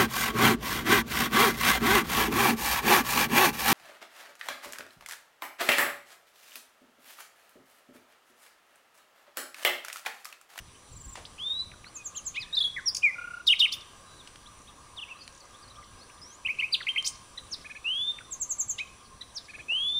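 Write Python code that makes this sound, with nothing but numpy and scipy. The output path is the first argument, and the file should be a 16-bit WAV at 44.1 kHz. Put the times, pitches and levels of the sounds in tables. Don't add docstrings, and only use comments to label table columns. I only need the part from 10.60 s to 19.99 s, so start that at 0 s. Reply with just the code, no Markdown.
import sys
import numpy as np
from scipy import signal
from scipy.fft import irfft
from scipy.io import wavfile
from scipy.ndimage import uniform_filter1d

SR = 44100
rng = np.random.default_rng(int(sys.argv[2]) if len(sys.argv) > 2 else 0)


def convert_level_to_amplitude(level_db):
    exponent = np.asarray(level_db, float) / 20
    return 10 ** exponent


def log_audio(samples):
    frames = np.atleast_2d(samples).T
    limited = np.clip(frames, -1, 1)
    pcm = np.round(limited * 32767).astype(np.int16)
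    wavfile.write(sys.argv[1], SR, pcm)


N = 414099


def evened(x):
    return x / np.sqrt(np.mean(x ** 2) + 1e-20)


def add(mix, s, sound):
    part = mix[round(s * SR):][:len(sound)]
    part += sound[:len(part)]


def wander(rate, count=30):
    t = np.arange(0, N + 256, 256) / SR
    slow = sum(np.sin(2 * np.pi * (f * t + rng.random())) for f in np.geomspace(rate / 30, rate, count))
    return np.interp(np.arange(N) / SR, t, evened(slow))


def coloured(points, patchy_db):
    hz = np.fft.rfftfreq(1024, 1 / SR)
    a, b, patches = rng.standard_normal((N // 256 + 5, 513, 3)).T
    patches = evened(uniform_filter1d(uniform_filter1d(patches, 10, 0), 12, 1))
    f, db = np.transpose(points)
    shape_db = np.interp(np.log(hz + 1), np.log(f + 1), db)[:, None]
    frames = (a + 1j * b) * convert_level_to_amplitude(shape_db + patchy_db * patches)
    return evened(signal.istft(frames, nperseg=1024, noverlap=768)[1][:N])


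# frequency in Hz, lift in dB.
BEAK = [(3000, 6.5), (4800, -9.5), (7500, -5), (10500, 8), (14000, 16)]


def note(rows, voice, rise=0.0026, fall=0.0028, glide=0.0022, push=0.12):
    s, hz, db = np.transpose(rows)
    loudest, harmonics_db, flutter = voice
    t = np.arange(s[0], s[-1], 1 / SR)
    bend = max(glide, np.diff(s).min() - .004)
    hz = uniform_filter1d(np.interp(t, s, hz), max(round(bend * SR), 1), mode="nearest") / loudest
    tremor = evened(uniform_filter1d(rng.standard_normal(SR // 3)[:len(t) + 400], 60))
    hz = hz * (1 + flutter * tremor[:len(t)])
    turns = np.cumsum(hz) / SR
    level = np.interp(t, s, convert_level_to_amplitude(db))
    effort_db = push * (20 * np.log10(level) + 30.5)
    tone = 0
    for k, g in enumerate(harmonics_db, 1):
        lift_db = (k > loudest) * (np.interp(k * hz, *np.transpose(BEAK)) + effort_db)
        audible = k * hz < .4 * SR
        tone = tone + convert_level_to_amplitude(g + lift_db) * np.sin(2 * np.pi * k * turns + k * k) * audible
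    quick = min(1, (s[-1] - s[0]) / 0.031)
    attack = np.clip((t - s[0]) / (rise * quick), 0, 1)
    release = np.clip((s[-1] - t) / (fall * quick), 0, 1)
    return s[0], np.sqrt(2) * level * np.sin(np.pi / 2 * attack * release) * tone


def sing(notes, voice):
    out = np.zeros(N)
    for rows in notes:
        add(out, *note(rows, voice))
    return out


def repeats(shape, events):
    return [np.array(shape) * [1, np.prod(factor), 1] + [s, 0, db] for s, db, *factor in events]


def trill(start, spacing, full_db, first_db, left, count):
    return [(start + k * spacing, full_db + first_db * left ** k) for k in range(count)]


def strokes(rows, shape, count=9):
    in_db, top, out_db, ease = shape
    u = np.linspace(0, 1, count)
    path = u + ease * (u * u * (3 - 2 * u) - u)
    level_db = 20 * np.log10(np.interp(u, [0, top, 1], convert_level_to_amplitude(np.array([in_db, 0, out_db]))))
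    return [np.transpose([s + n * u, a + (b - a) * path, db + level_db]) for s, n, a, b, db in rows]


def arches(rows, ends_db=-6):
    return [np.array([(s, a, db + ends_db), (s + n / 2, b, db), (s + n, a, db + ends_db)])
            for s, n, a, b, db in rows]


def rises(rows, count=30):
    out = []
    for s, n, low, top, db in rows:
        t = np.linspace(0, n, count)
        level_db = db + np.interp(t, [0, .024, .1], [-15, 0, -3.5])
        hz = top - (top - low) * np.exp(-t / .13)
        out.append(np.transpose([s + t, hz, level_db]))
    return out


# frequency in Hz, density in dB per Hz.
HISS = [(120, -12.5), (200, -0.5), (780, -4.5), (1940, -9), (3600, -8.5), (5130, -11), (6500, -12.5),
        (9750, -8.5), (16000, -11)]
GUST = [(12, -28.5), (20, -2.5), (65, 4), (180, -8), (340, -23), (700, -66)]
# time in seconds, level in dB.
WIND = [(0.0, -49), (0.21, -62), (0.47, -52.5), (0.78, -59.5), (1.1, -49.5), (1.18, -56.5), (2.38, -61),
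        (6.33, -61), (9.39, -59)]


def air():
    t = np.arange(N) / SR
    wind_db = np.interp(t, *np.transpose(WIND)) + 2.23 * wander(15.0)
    wind = coloured(GUST, 1.37) * convert_level_to_amplitude(wind_db)
    whine = np.sqrt(2) * convert_level_to_amplitude(-66.5 + .6 * wander(9.0)) * np.sin(2 * np.pi * 5880.5 * t)
    swell = convert_level_to_amplitude(-54 + .6 * wander(3.0))
    return swell * coloured(HISS, 1.76) + wind + whine


# centre in Hz, width in Hz, level in dB.
FROGS = [(982, 32, -9), (1070, 22, -4.5), (1139, 91, -12), (1192, 43, -2.5), (1613, 40, -11),
         (543, 53, -13.5)]
# time in seconds, level in dB.
CHORUS = [(0.0, -64.5), (4.81, -58.5), (9.39, -63.5)]


def frogs():
    out, t = np.zeros(N), np.arange(N) / SR
    for hz, width, db in FROGS:
        r = np.exp(-np.pi * width / SR)
        noise = rng.standard_normal(N) + 1j * rng.standard_normal(N)
        crowd = signal.lfilter([1 - r], [1, -r], noise)
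        throb = convert_level_to_amplitude(3.2 * wander(12.0))
        out += evened((crowd * np.exp(2j * np.pi * hz * t)).real) * convert_level_to_amplitude(db) * throb
    return out * convert_level_to_amplitude(np.interp(t, *np.transpose(CHORUS)))


PURE = 1, [0, -28, -34, -47, -49, -41], 0.0048
SHRILL = 1, [0, -19], 0.004
# start and length in seconds, from and to in Hz, level in dB.
FAR_CHIRPS = [(2.204, .012, 3600, 6370, -58), (3.46, .13, 3920, 3960, -61), (3.59, .03, 3960, 3360, -52),
              (3.858, .02, 3120, 4150, -51), (4.362, .008, 4060, 5380, -55), (4.59, .06, 4780, 5050, -57),
              (4.633, .012, 4670, 7890, -57), (4.805, .017, 4850, 4250, -54), (4.94, .022, 3200, 3700, -55),
              (5.025, .023, 4960, 4200, -54), (5.078, .014, 3980, 5090, -54),
              (5.155, .017, 2960, 3600, -55), (5.225, .01, 2290, 1860, -54), (5.238, .012, 3150, 5060, -57),
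              (5.41, .026, 4150, 4600, -53), (5.497, .01, 2180, 3020, -53), (8.8, .025, 3780, 3380, -57),
              (9.282, .023, 4100, 4540, -55)]
CHIRP = -2, .4, -3, .3
# start and length in seconds, ends and middle in Hz, level in dB.
FAR_ARCHES = [
    (.145, .02, 2260, 3280, -58),
    (4.07, .035, 3000, 4010, -53),
    (4.608, .025, 4750, 4300, -47),
    (5.097, .028, 3600, 4130, -54),
    (8.448, .013, 4050, 4700, -58),
    (8.461, .016, 3930, 4800, -58),
]
# seconds from the start, pitch in Hz, level in dB.
PEEP = [(-.004, 8400, -12), (.003, 7850, -7), (.016, 7400, 2), (.027, 6900, -4)]
PURR = [(0, 1950, -4), (.004, 1800, 0), (.009, 1650, -4)]
TICK = [(.003, 7430, -2), (.008, 5280, -0.0079)]
# start and spacing in seconds, full level in dB, first note's dB over it, share left per note.
PEEP_RUN = (.277, .0402, -47, -15, .45)
PURR_RUN = (1.859, .0223, -57, 2, .8)
# start in seconds, level in dB.
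TICKS = [(3.986, -56), (4.014, -57), (4.721, -55), (4.746, -51), (4.773, -52), (4.8, -53), (4.85, -55),
         (4.904, -57), (4.938, -60), (4.983, -60.0)]


def distant_birds():
    notes = strokes(FAR_CHIRPS, CHIRP) + arches(FAR_ARCHES) + repeats(TICK, TICKS)
    notes += repeats(PURR, trill(*PURR_RUN, count=9))
    peeps = repeats(PEEP, trill(*PEEP_RUN, count=7))
    return sing(notes, PURE) + sing(peeps, SHRILL)


# start in seconds, level in dB, ring in Hz, t60 in seconds.
KNOCKS = [
    (.555, -30, 1160, 0.03),
    (.557, -40, 2500, .2),
    (3.674, -35, 2800, 0.022),
    (3.758, -38, 2600, 0.013),
    (4.678, -30, 3000, 0.0091),
    (6.4258, -29, 5600, 0.005),
    (9.12, -37.5, 685, 0.018),
    (.572, -38, 680, 0.3),
    (8.982, -42, 620, .04),
]


def knocks():
    out, t = np.zeros(N), np.arange(SR // 3) / SR
    for s, db, hz, t60 in KNOCKS:
        rattle = rng.standard_normal(len(t)) * convert_level_to_amplitude(-60 * t / t60)
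        ring = signal.lfilter(*signal.iirpeak(hz, 1.5, SR), rattle)
        add(out, s, convert_level_to_amplitude(db) * (ring / abs(ring).max() + 0.23 * rattle))
    return out


# start and length in seconds, from and to in Hz, level in dB.
PLUCKS = [
    (.652, .007, 2730, 5530, -39),
    (.779, .015, 2900, 3600, -54),
    (1.566, .012, 4300, 3250, -47),
    (1.577, .022, 3300, 2650, -45),
    (1.675, .02, 4080, 4400, -56),
    (1.812, .033, 2280, 1590, -51),
    (2.162, .04, 2120, 1420, -34),
    (2.162, .038, 2330, 1640, -37),
    (6.205, .015, 2200, 1200, -36),
]
SWELLS = [
    (1.545, .02, 2650, 3350, -46),
    (1.36, .07, 2570, 2470, -50),
    (2.419, .014, 2550, 3100, -40),
]
PLUCK = -3, .2, -9, .2
SWELL = -13, .6, -5, 1.4
# time in seconds, pitch in Hz, level in dB.
QUERY = [(1.245, 3700, -60), (1.256, 3990, -58), (1.269, 4234, -49), (1.278, 4420, -54), (1.29, 5000, -60)]
STEP_DOWN = [(1.795, 5200, -50), (1.808, 4950, -43), (1.82, 4200, -40), (1.83, 3650, -39),
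             (1.842, 3400, -48)]
LEAD = [(1.925, 3700, -50), (1.94, 3786, -28), (1.952, 3990, -29.5), (1.96, 5600, -48)]
SCOOP_LOW = [(2.0, 4300, -42), (2.007, 3420, -25), (2.013, 3340, -22), (2.021, 3450, -25),
             (2.033, 4600, -44)]
TURN = [(2.035, 4000, -40), (2.044, 3330, -26), (2.053, 3310, -24), (2.062, 3420, -28), (2.09, 3290, -40)]
HIGH_FALL = [(2.256, 5630, -54), (2.272, 5660, -24.5), (2.285, 5170, -22.5), (2.298, 4450, -43)]
WARBLE = [(2.875, 3750, -21), (2.881, 3740, -14.5), (2.885, 3650, -19), (2.893, 2950, -24),
          (2.905, 2830, -16), (2.919, 3320, -24), (2.926, 3050, -17), (2.933, 2550, -20),
          (2.942, 1900, -46)]
WARBLE_AGAIN = [(3.0, 3720, -22), (3.006, 3720, -16), (3.011, 3600, -20), (3.018, 3000, -22),
                (3.026, 2800, -18), (3.042, 3220, -22), (3.051, 2950, -18), (3.058, 2450, -24),
                (3.067, 1900, -48)]
CLIMB = [(5.615, 4930, -47.5), (5.65, 5580, -52.5), (5.71, 6140, -56), (5.74, 6700, -56),
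         (5.758, 7300, -53)]
SWOOP = [(6.115, 3680, -54), (6.123, 4720, -47), (6.132, 4810, -25), (6.145, 3560, -21), (6.157, 2290, -32)]
WHOOP = [(6.467, 3150, -40), (6.472, 4200, -32), (6.4755, 5800, -23), (6.48, 8600, -34), (6.488, 9650, -40)]
# seconds from the start, pitch in Hz, level in dB.
DROP = [(0, 2800, 0), (.0045, 1650, -3)]
DROP_TAIL = [(.021, 1560, -9), (.03, 1380, -8)]
STEP = [(0, 7620, -28), (.012, 7480, -12), (.022, 7200, -2), (.03, 6600, 0), (.04, 6100, -10)]
SLIDE = [(0, 7850, -30), (.012, 7550, -12), (.022, 7050, 0), (.032, 6400, -4), (.04, 6120, -8)]
SCOOP = [(0, 4400, -22), (.007, 3620, -2), (.013, 3540, 0), (.021, 3620, -4), (.03, 5200, -28)]
WHIP_HIGH = [(-.006, 4000, -24), (.003, 9300, -18)]
CHEW = [(0, 2360, -9), (.0135, 2740, 0), (.0215, 3130, -8), (.028, 2130, 0)]
CHEW_TAIL = [(.0355, 2080, -5), (.058, 2530, -1), (.072, 2570, -11)]
HOOK = [(0, 2750, -4), (.006, 2050, -4), (.013, 2200, -8), (.019, 2600, -3), (.026, 3190, 0),
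        (.038, 3120, -8), (.056, 3150, -26)]
TSIP = [(0, 7000, -36), (.015, 5900, -9), (.024, 5250, 0), (.042, 3400, -7)]
UNDER = [(.001, 1614, -11), (.01, 1760, -9), (.021, 1760, -17)]
SLUR = [(0.0, 7750, -40), (0.013, 7650, -9), (0.023, 7250, 0), (0.031, 6480, -3.5), (0.042, 6150, -4)]
# start in seconds, level in dB, pitch factor if it varies.
DROPS = [(1.116, -45), (1.243, -43), (7.586, -38)]
STEPS = [(1.339, -39), (1.547, -34, .985)]
SLIDES = [(1.441, -33.5), (1.649, -30.5)]
SCOOPS = [(1.965, -22)]
WHIPS = [(2.868, -26), (2.992, -26.5), (3.122, -28.5, 1.07)]
CHEWS = [(5.849, -26), (5.986, -25)]
HOOKS = [(6.267, -24), (6.359, -23)]
TSIPS = [(6.907, -32), (8.746, -34)]
CHUPS = [(7.044, -42), (7.095, -41), (7.148, -41.0), (8.882, -45), (8.934, -42), (8.985, -42.0)]
SLURS = [(7.704, -33, 1.0), (7.797, -27.5), (7.888, -27), (7.981, -24.5), (8.078, -27, 1.0), (8.166, -54)]


def whistles():
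    notes = [LEAD, TURN, HIGH_FALL, CLIMB, SWOOP, WHOOP, WARBLE, WARBLE_AGAIN, QUERY, STEP_DOWN, SCOOP_LOW]
    notes += strokes(SWELLS, SWELL) + strokes(PLUCKS, PLUCK)
    for shape, events in [(SLUR, SLURS), (SLIDE, SLIDES), (STEP, STEPS), (UNDER, CHUPS), (DROP, DROPS),
                          (DROP_TAIL, DROPS), (SCOOP, SCOOPS), (WHIP_HIGH, WHIPS), (CHEW, CHEWS),
                          (CHEW_TAIL, CHEWS), (HOOK, HOOKS), (TSIP, TSIPS)]:
        notes += repeats(shape, events)
    return sing(notes, PURE)


SMOOTH = 1, [0, -30, -37], 0.003
# time in seconds, pitch in Hz, level in dB.
OPENING = [(.78, 2300, -56), (.791, 2850, -45), (.804, 3153, -39), (.848, 3548, -35), (.92, 3715, -31),
           (.96, 3873, -36), (1.015, 3995, -32), (1.032, 3990, -42)]
# seconds from the start, pitch in Hz, level in dB.
PIP = [(0, 1900, -24), (.022, 2500, 0), (.036, 2560, -3), (.047, 2500, -14)]
# start in seconds, level in dB.
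PIPS = [(1.758, -30), (8.186, -31)]
# start and length in seconds, low and top in Hz, level in dB.
RISES = [
    (7.243, .272, 2500, 3790, -27.5),
    (9.083, .306, 2500, 3720, -26),
]


def smooth_whistles():
    return sing([OPENING] + rises(RISES) + repeats(PIP, PIPS), SMOOTH)


# start and length in seconds, from and to in Hz, level in dB.
FAINT_CHIRPS = [(.785, .055, 5050, 4950, -58), (.99, .03, 4900, 5000, -59), (1.272, .022, 2750, 3100, -56),
                (1.645, .024, 4900, 5250, -54), (1.766, .02, 3600, 2700, -37),
                (1.815, .025, 6900, 5200, -55), (1.848, .02, 3600, 2500, -56),
                (2.168, .018, 5000, 7400, -57), (4.078, .02, 2500, 2750, -58),
                (4.337, .008, 3700, 5000, -59), (4.565, .02, 3900, 4300, -56), (4.64, .03, 4300, 4250, -56),
                (4.822, .012, 4250, 4450, -56), (4.748, .016, 3100, 5000, -59),
                (5.048, .025, 4250, 4350, -57), (5.145, .05, 5500, 5480, -62), (5.22, .04, 5480, 5500, -63),
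                (5.385, .025, 4900, 5250, -59), (5.515, .04, 5400, 5150, -59),
                (5.575, .02, 3200, 4600, -60), (5.69, .04, 3250, 3200, -61), (5.98, .032, 4000, 4600, -55),
                (6.392, .028, 3700, 4250, -55), (8.125, .035, 3250, 2800, -55),
                (8.678, .014, 4800, 4500, -57), (8.9, .025, 4600, 4200, -59),
                (9.015, .025, 3000, 3500, -59)]


def faint_calls():
    flicker_db = 4.0 * wander(60.0)
    return sing(strokes(FAINT_CHIRPS, CHIRP), PURE) * convert_level_to_amplitude(-5 + flicker_db)


MID_REED = 5, [-50, -46, -25, 0.5, -1, -8, -4, -18, -18, -24, -22], 0.018
HIGH_REED = 7, [-50, -37, -16, -26, -20, -4, 5, 5, -3, -14, -12, -22, -26, -26, -22, -18, -17, -18], 0.008
# time in seconds, pitch in Hz, level in dB.
STACKS = [
    [(1.74, 2810, -62), (1.757, 3480, -43), (1.766, 3800, -40), (1.772, 4200, -50)],
    [(8.18, 3220, -70), (8.19, 3770, -35), (8.2, 4000, -59)],
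]
RASP = [
    [(6.443, 4000, -48), (6.449, 4950, -40), (6.459, 5250, -38), (6.467, 5900, -36), (6.473, 7600, -48)],
]


def rattles():
    return sing(STACKS, MID_REED) + sing(RASP, HIGH_REED)


CRACKED = 2, [-19, 1, -13, -20, -26], 0.012
# seconds from the start, pitch in Hz, level in dB.
SNAP = [(0, 7400, -10), (.002, 6600, -4), (.0045, 5000, 0), (.008, 4100, -17)]
# start in seconds, level in dB, pitch factor if it varies.
SNAPS = [(2.3465, -27), (2.366, -27.5, 1.05)]


def snaps():
    return sing(repeats(SNAP, SNAPS), CRACKED)


HOLLOW = 1, [0, -55, -36], 0.004
# time in seconds, pitch in Hz, level in dB.
LOW_FALL = [(2.43, 2370, -32), (2.438, 2460, -21), (2.451, 2430, -17), (2.478, 2145, -26),
            (2.508, 1960, -38)]
# seconds from the start, pitch in Hz, level in dB.
JUG = [(-.002, 1410, -14), (.006, 1422, 0), (.012, 1424, -2), (.019, 1425, -20)]
JUG_ARCH = [(-.004, 2400, -24), (.004, 2800, -19), (.011, 2900, -20), (.021, 2500, -23)]
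# start in seconds, level in dB.
JUGS = [(2.555, -45), (2.583, -34.5), (2.613, -37.5), (2.641, -35.5), (2.673, -37.5), (2.705, -39.0),
        (2.736, -35), (2.767, -39.0), (2.799, -40)]


def hollow_notes():
    return sing([LOW_FALL] + repeats(JUG, JUGS) + repeats(JUG_ARCH, JUGS), HOLLOW)


CRISP = 1, [0, -22, -20], 0.005
# seconds from the start, pitch in Hz, level in dB.
WHIP = [(0, 3400, -9), (.003, 4200, 0), (.009, 5800, -3)]


def whips():
    return sing(repeats(WHIP, WHIPS), CRISP)


BRIGHT = 1, [0, -12, -17, -20], 0.005
# time in seconds, pitch in Hz, level in dB.
WARBLE_CUT = [(3.127, 3250, -42), (3.133, 3600, -33), (3.139, 3560, -31), (3.146, 3000, -42)]


def cut_warble():
    return sing([WARBLE_CUT], BRIGHT)


# start and length in seconds, from and to in Hz, level in dB.
NEIGHBOUR = [
    (4.368, .037, 3800, 2780, -38),
    (4.408, .036, 3550, 2560, -37.5),
    (4.478, .024, 2170, 2480, -49),
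    (4.5, .032, 2800, 2570, -40),
]


def neighbour():
    return sing(strokes(NEIGHBOUR, SWELL), PURE)


DOUBLED = 2, [-13.5, 1, -9.5, -20.5, -29, -30], 0.0051
# seconds from the start, pitch in Hz, level in dB.
TUT = [(0, 3560, -14), (.007, 4070, 0), (.012, 3800, -4), (.017, 2800, -22)]
# start in seconds, level in dB.
TUTS = [(6.774, -36), (8.609, -38)]


def tuts():
    return sing(repeats(TUT, TUTS), DOUBLED)


LOW_REED = 3, [-45, -30, -1.5, -24, -18], 0.022
# seconds from the start, pitch in Hz, level in dB.
CHUP = [(0.0, 2050, -10), (0.013, 2480, -1.5), (0.022, 2560, 2), (0.03, 2150, -5)]


def chups():
    return sing(repeats(CHUP, CHUPS), LOW_REED)


# delay in seconds, level in dB, frequency returned best in Hz.
ECHOES = [
    (.0109, -13.5, 4500),
    (.0829, -18.5, 3500),
]


def garden(x, echo_db, leaves_db, leaves_t60, yard_db, yard_t60):
    t, taps = np.arange(SR // 2) / SR, np.zeros(SR // 2)
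    at = np.arange(100, len(t) - 20, 20)
    taps[at + rng.integers(0, 20, len(at))] = rng.choice([-1., 1.], len(at))
    leaves = signal.lfilter([1, -.9], 1, taps) * convert_level_to_amplitude(-60 * t / leaves_t60)
    yard = signal.lfilter([1], [1, -.4], taps) * convert_level_to_amplitude(-60 * t / yard_t60)
    response = convert_level_to_amplitude(leaves_db) * leaves / np.linalg.norm(leaves)
    response += convert_level_to_amplitude(yard_db) * yard / np.linalg.norm(yard)
    for s, db, hz in ECHOES:
        rough_wall = 0.07 * rng.standard_normal(900) * convert_level_to_amplitude(-60 * t[:900] / 0.03)
        rough_wall[0] = 1
        face = signal.iirpeak(hz, 1.1, SR)
        returned = signal.lfilter(*face, signal.lfilter(*face, rough_wall))
        add(response, s, convert_level_to_amplitude(db + echo_db) * returned)
    return x + signal.fftconvolve(x, response)[:N]


def scene():
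    near = whistles() + smooth_whistles() + rattles() + snaps() + hollow_notes()
    near += whips() + cut_warble() + tuts() + chups()
    far = distant_birds() + knocks() + faint_calls() + neighbour()
    near_in_garden = garden(near, echo_db=-.1, leaves_db=-2.5, leaves_t60=.11, yard_db=-18.5, yard_t60=0.6)
    far_in_garden = garden(far, echo_db=-6, leaves_db=-12, leaves_t60=0.23, yard_db=-13, yard_t60=0.81)
    return (near_in_garden + far_in_garden + frogs() + air())[None]


def top_cut(x):
    return signal.sosfilt(signal.butter(12, 16370, fs=SR, output="sos"), x)


# frequency in Hz, gain in dB.
PORT = [(0, 0), (9800, 0), (10800, -8), (11400, -19), (11700, -38), (11780, -60), (11860, -36),
        (12200, -18), (13000, -15), (15700, -19), (15800, -70)]


def record(dry):
    port_db = np.interp(np.fft.rfftfreq(2048, 1 / SR), *np.transpose(PORT))
    colour = np.fft.fftshift(irfft(convert_level_to_amplitude(port_db))) * np.hanning(2048)
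    mix = signal.oaconvolve(dry, colour[None], "same")
    return top_cut(mix)


dry = scene()
out = record(dry)
log_audio(out)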